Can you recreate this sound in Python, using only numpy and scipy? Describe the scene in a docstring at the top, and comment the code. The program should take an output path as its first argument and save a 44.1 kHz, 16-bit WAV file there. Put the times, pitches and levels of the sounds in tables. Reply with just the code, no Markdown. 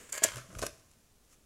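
"""A bear tears a lump of wood off a tree trunk and falls on its back with it.
At first an earlier crack dies away over a faint outdoor hiss. Fibres snap and rip, faint, then
louder, until the wood gives way with one sharp crack. The loose lump is knocked about, and bear
and wood thud onto dry forest litter, crushing twigs. A soft rustle is left as the bear shifts.
All along, the trunks around scatter the sounds back as echoes."""
import sys
import numpy as np
from scipy import signal
from scipy.fft import rfft, irfft
from scipy.io import wavfile

SR = 44100
rng = np.random.default_rng(int(sys.argv[2]) if len(sys.argv) > 2 else 0)


def store_pcm(level_fs):
    """Save levels as 16-bit WAV."""
    pcm = np.round(np.clip(level_fs, -1, 1) * 32767).astype(np.int16)
    wavfile.write(sys.argv[1], SR, np.atleast_2d(pcm).T)


N = 63945

# A TONE table says how strong each frequency is next to the others.
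# an earlier crack dying away among the trees: f/Hz, level/dB
ECHO_TONE = [(60, 0.5), (250, -2.5), (480, 3), (850, -10.5), (1100, -6.5), (1650, -3.5), (2900, -6.5),
             (3900, -13.5), (5500, -12.5), (7300, -3.5), (10000, -12), (15500, -23)]
# outdoor hiss and rumble: f/Hz, level/dB
AIR_TONE = [(25, 0.5), (60, 0), (110, -5.5), (200, -8), (380, -12), (650, -16.5), (1000, -21.5),
            (2000, -24.5), (4000, -24), (7000, -25), (10000, -25.5), (15500, -29)]

# wood fibres breaking: t/s, decay/ms, crack level/dB, rasp and ring level/dB
FIBRE_SNAPS = [(0.092, 6.3, -50, -49), (0.0977, 4.2, -47, -52), (0.1228, 6.4, -35, -50.5),
               (0.1265, 2.3, -25.5, -50.5), (0.14, 2.5, -31, -56.5), (0.151, 2.9, -34, -37),
               (.158, 1.3, -29, -55), (0.175, 1.7, -35.5, -43.5), (0.178, 5.1, -32, -33.5),
               (.2215, 11, -53, -39), (0.228, 3.2, -37.5, -34.5), (0.2323, 11, -30, -33.5),
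               (0.2368, 2.76, -12, -24), (0.2394, 1.73, -8.5, -26.5), (0.2411, 0.53, -13.5, -19),
               (0.2435, 1.03, -12, -31), (0.2463, 2.5, -23, -25), (0.257, 3.7, -44, -33),
               (.281, 1.2, -30, -43), (0.286, 2.65, -38, -30.5)]
# ripping between the snaps: t/s, level/dB
RIP_LEVELS = [(.121, -78), (.131, -43), (.15, -45.5), (.168, -45), (.181, -39), (.192, -56.5), (.225, -55),
              (.25, -40), (.29, -53), (.35, -51)]
# the bright crack of a fibre: f/Hz, level/dB
CRACK_TONE = [(100, -31.5), (500, -22.5), (850, -35.5), (1100, -24.5), (2100, -17), (3200, -19.5),
              (3900, -19), (4750, -10), (5400, -17), (6400, -3), (7400, 4), (8100, -8), (8900, -6),
              (9700, -12.5), (12000, -13.5), (15500, -25)]
# the rasp of splintering: f/Hz, level/dB
RASP_TONE = [(100, -21.5), (400, -27.5), (620, -2.5), (830, -16.5), (1050, -8.5), (1700, -1.5),
             (2300, -0.5), (2700, -9), (3200, -3), (3900, -12), (4800, -9), (7000, -11.5), (15000, -42)]
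# notes the breaking wood rings at: f/Hz, level/dB, time to fade by 60 dB/s
WOOD_NOTES = [(435, -16, .04), (628.4, 3, .06), (1007, -2.5, .05), (1069, -6, 0.12), (1436, -7.5, 0.051),
              (1677, 6, 0.053), (1924, -4.5, 0.0083), (2140, -5, 0.06), (2325, -3.5, .035),
              (3215, -3, 0.055), (4760, -4.5, .03)]
# echoes from the trunks: f/Hz, level/dB
FOREST_TONE = [(40, -10.5), (150, -3), (500, -1), (850, 2.5), (1200, 1), (2500, 4.5), (4300, 4), (6000, 0),
               (7400, -15), (9000, -4.5), (11000, -4.5), (15500, -8.5)]
# single splinters and twigs breaking: t/s, f/Hz, decay/ms, level/dB
STICK_PINGS = [(.1272, 7500, 0.9, -24.5), (.2369, 7350, 1.4, -7.5), (0.3583, 10800, 1.1, -31),
               (0.6181, 5060, 0.86, -24.5), (.666, 10600, .9, -25)]

# dull knocks of wood and paws: t/s, decay/ms, scuff level/dB, ring level/dB
LUMP_KNOCKS = [(0.2198, 3.5, -39.5, -31.5), (.2472, 4.5, -30, -23.5), (0.332, 14, -61, -60),
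               (.365, 29, -51, -53), (.44, 49, -61, -70), (0.501, 30, -57, -76), (0.523, 52, -54, -73),
               (0.568, 20, -51, -56), (0.588, 9.8, -44, -46.5), (0.6233, 4.3, -39.5, -29.5),
               (.6355, 4.4, -34.5, -27.5), (0.656, 28, -47.5, -47)]
# the scuff of a knock: f/Hz, level/dB
SCUFF_TONE = [(40, -32), (120, -11.5), (220, -8), (340, 1.5), (470, -1.5), (640, 2.5), (820, -21),
              (1050, -12.5), (1450, -21), (2200, -31.5), (6000, -67), (15000, -73)]
# low notes of the whole lump: f/Hz, level/dB, time to fade by 60 dB/s
LUMP_NOTES = [(248, -9.5, 0.025), (339, -2.5, 0.027), (444, -1, 0.026), (545, -8, 0.025),
              (643, -0.5, 0.036)]

# the ground rumbling under the rolling bear: t/s, level/dB
RUMBLE_LEVELS = [(.22, -86), (.35, -56), (.47, -71), (.62, -46.5), (.72, -65.5), (.88, -70), (1.0, -78.5)]
# the deep sound of that rumble: f/Hz, level/dB
RUMBLE_TONE = [(25, -5.5), (60, 1), (120, 0.5), (200, -10), (500, -23.5), (3000, -61)]
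# heavy weight meeting the ground: t/s, f/Hz, rise/ms, decay/ms, level/dB
LANDINGS = [(0.254, 103.5, 28, 15, -52), (0.331, 54, 12, 18, -52), (.35, 122.4, 20, 29, -42),
            (.405, 124.5, 9.5, 95, -57.5), (.485, 187.6, 7.8, 42, -54.5), (.557, 113, 5.8, 11, -42.5),
            (0.561, 45, 12, 33, -45), (0.597, 66.6, 17, 29.5, -49), (.621, 175, 12, 7.8, -44)]

# the bear sliding and shifting on the litter: t/s, level/dB
RUSTLE_LEVELS = [(.3, -53.5), (.38, -60.5), (.44, -65), (.52, -63), (.57, -58.5), (.612, -53), (.63, -40),
                 (.645, -49.5), (.662, -47), (.68, -56.5), (.72, -61.5), (.85, -71), (1.2, -77),
                 (1.29, -72), (1.335, -63), (1.36, -74.5), (1.45, -75.5)]
# twigs and litter being crushed: t/s, decay/ms, crunch level/dB, clack level/dB
TWIG_CRUNCHES = [(0.318, 4.8, -54, -39.5), (0.335, 5.6, -69, -39), (0.358, 2.8, -38, -37.5),
                 (.368, 8, -42.5, -42.5), (.379, 12.4, -46, -44), (0.398, 31, -60, -50),
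                 (0.504, 29, -71, -57.5), (0.5506, 3.5, -49, -44), (0.587, 2.6, -35.5, -50),
                 (0.5908, 4.5, -35.5, -45), (0.6185, 0.85, -28, -45), (0.6251, 10.2, -40, -33),
                 (0.6325, 1.7, -43, -32.5), (0.6652, 2.8, -27.5, -32.5), (.735, 2, -55.5, -75),
                 (.796, 3, -57.5, -70), (0.9129, 2.6, -53.5, -74.5), (.935, 2.03, -59, -81.5)]
# the crisp crunch of litter: f/Hz, level/dB
CRUNCH_TONE = [(100, -4), (500, -5.5), (830, -7), (1300, -6.5), (2600, -4), (4000, -9), (5800, 1),
               (7200, 2), (8500, -3), (10500, -2.5), (13000, -13), (15500, -24)]
# the hollow clack of twigs: f/Hz, level/dB
CLACK_TONE = [(100, -15.5), (400, -10), (650, -7.5), (820, -19.5), (1050, -2), (1260, 0), (1460, 0),
              (1700, -8.5), (2400, -11.5), (4000, -15.5), (15000, -39)]


def gain(db):
    """Turn decibels into a number to multiply by."""
    return 10 ** (np.asarray(db) / 20)


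def unit_energy(x):
    """Scale a sound so that its squares add up to 1."""
    return x / np.sqrt(np.sum(x ** 2))


def time_since(start):
    """Seconds since the start at every sample; zero before it."""
    return np.maximum(np.arange(N) / SR - start, 0)


def through(x, response):
    """Pass a sound through something, given how that thing answers one click."""
    return signal.fftconvolve(x, response)[:N]


def colour(x, tone, size=4096):
    """Filter a sound so that it takes on the balance of a TONE table."""
    hz, db = np.array(tone).T
    bins_hz = np.fft.rfftfreq(size, 1 / SR)
    log_gain = np.log(gain(np.interp(np.log(bins_hz + 1), np.log(hz), db)))
    # these steps build a filter that never answers before the sound arrives
    cepstrum = irfft(log_gain)[:size // 2]
    cepstrum[1:] *= 2
    response = irfft(np.exp(rfft(cepstrum, size)))
    return through(x, unit_energy(response))


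def level_curve(points):
    """A gain that follows (t/s, level/dB) points, silent before and after them."""
    when, db = np.array(points).T
    t = time_since(0)
    return gain(np.interp(t, when, db)) * (t >= when[0]) * (t <= when[-1])


def burst(start, decay_ms, attack_s=.0003, spread_db=4.5):
    """A quick run of tiny breaks that dies away."""
    age = time_since(start)
    shape = (1 - np.exp(-age / attack_s)) * np.exp(-age * 1000 / decay_ms)
    grit = rng.choice([-1, 1], N) * gain(spread_db * rng.standard_normal(N))
    return unit_energy(grit * shape) * np.linalg.norm(shape)


def clicks(per_second, spread_db):
    """Random clicks of uneven size, scaled to an average power of 1."""
    hits = (rng.random(N) < per_second / SR) * rng.choice([-1, 1], N)
    uneven = hits * gain(spread_db * np.clip(rng.standard_normal(N), -2, 2))
    return uneven / np.std(uneven)


def ringing(notes):
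    """Struck wood sounds several notes at once, each fading at its own speed."""
    t = time_since(0)
    return sum(gain(db - 60 * t / fade_s) * np.sin(2 * np.pi * hz * t) for hz, db, fade_s in notes)


def radiate(x, low_hz, high_hz):
    """Keep the range of pitches that a piece of wood passes on to the air."""
    return signal.sosfilt(signal.butter(2, [low_hz, high_hz], "bandpass", fs=SR, output="sos"), x)


def background(echo_db=-52.5, fade_db_per_s=67.5, air_db=-66):
    """The echo of an earlier crack fades into a faint, steady hiss and rumble."""
    echo = colour(rng.standard_normal(N), ECHO_TONE) * gain(echo_db - fade_db_per_s * time_since(0))
    air = gain(air_db) * colour(rng.standard_normal(N), AIR_TONE)
    return echo + air


def tearing_wood():
    """Fibres rip and snap; each break gives a bright crack and a rasp, and its jolt rings the wood."""
    rip = clicks(per_second=1800, spread_db=2.5) * level_curve(RIP_LEVELS)
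    crack, rasp, jolts = rip, gain(1) * rip, gain(-3) * rip
    for start, decay_ms, crack_db, wood_db in FIBRE_SNAPS:
        crack = crack + gain(crack_db) * burst(start, decay_ms)
        splinters = gain(wood_db) * burst(start, decay_ms)
        rasp = rasp + splinters
        jolts[int(start * SR)] += np.linalg.norm(splinters)  # their whole energy in one kick
    shaking = through(jolts, unit_energy(ringing(WOOD_NOTES)))
    ring = radiate(shaking, low_hz=327, high_hz=5900)
    return colour(crack, CRACK_TONE) + gain(-3) * ring + gain(-4) * colour(rasp, RASP_TONE)


def forest_echoes(x, first_echo_s=0.0091, near_fade_s=0.16, far_fade_s=.8):
    """Near trunks throw back a quick spray of echoes, far ones a longer wash."""
    age = time_since(first_echo_s)
    near = clicks(per_second=3300, spread_db=4) * gain(-60 * age / near_fade_s) * (age > 0)
    far = rng.standard_normal(N) * gain(-60 * age / far_fade_s) * (age > 0)
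    echoes = gain(-12.5) * unit_energy(near) + gain(-21) * unit_energy(far)
    return colour(through(x, echoes), FOREST_TONE)


def pinging_sticks(pitch_spread=0.15):
    """A thin dry stick rings for about a millisecond at its own pitch when it breaks."""
    notes = [(1 - pitch_spread, .25), (1, .5), (1 + pitch_spread, .25)]  # pitch ratio, strength
    out = np.zeros(N)
    for start, hz, decay_ms, db in STICK_PINGS:
        age = time_since(start)
        ring = sum(strength * np.sin(2 * np.pi * hz * ratio * age) for ratio, strength in notes)
        out += gain(db) * ring * np.exp(-age * 1000 / decay_ms)
    return out


def knocking_lump():
    """The loose lump is knocked about: each hit scuffs it and rings its low notes."""
    t = time_since(0)
    ring = radiate(ringing(LUMP_NOTES), low_hz=278.6, high_hz=725)
    ring = ring / np.max(np.abs(ring))
    scuffs, rings = np.zeros(N), np.zeros(N)
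    for start, decay_ms, scuff_db, ring_db in LUMP_KNOCKS:
        scuffs += gain(scuff_db) * burst(start, decay_ms)
        rings += gain(ring_db) * np.interp(t - start, t, ring, left=0)  # delayed to the hit
    return colour(scuffs, SCUFF_TONE) + rings


def falling_weight():
    """The soft ground rumbles, and swings slowly a few times under each heavy landing."""
    out = colour(rng.standard_normal(N), RUMBLE_TONE) * level_curve(RUMBLE_LEVELS)
    for start, hz, rise_ms, decay_ms, db in LANDINGS:
        age = time_since(start)
        rise = np.minimum(age * 1000 / rise_ms, 1)
        fall = np.exp(-np.maximum(age * 1000 - rise_ms, 0) / decay_ms)
        out += gain(db) * np.sqrt(2) * rise * fall * np.sin(2 * np.pi * hz * age)
    return out


def crushed_litter():
    """Dry twigs and needles rustle and break under the bear and the falling wood."""
    rustle = clicks(per_second=5200, spread_db=3.5) * level_curve(RUSTLE_LEVELS)
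    crisp, hollow = rustle, gain(-14.5) * rustle
    for start, decay_ms, crunch_db, clack_db in TWIG_CRUNCHES:
        crisp = crisp + gain(crunch_db) * burst(start, decay_ms)
        hollow = hollow + gain(clack_db) * burst(start, decay_ms)
    return colour(crisp, CRUNCH_TONE) + colour(hollow, CLACK_TONE)


def scene():
    """The tearing high on the trunk and the fall on the ground, heard among the trees."""
    tearing = tearing_wood() + pinging_sticks()
    fall = knocking_lump() + crushed_litter() + falling_weight()
    echoes = forest_echoes(tearing + gain(-3) * fall)  # ground sounds reach the trunks more weakly
    return (tearing + fall + echoes + background())[None]


def record(dry, top_hz=15750):
    """Cut off the very highest treble."""
    return signal.sosfilt(signal.ellip(10, .2, 80, top_hz, fs=SR, output="sos"), dry)


dry = scene()
out = record(dry)
store_pcm(out)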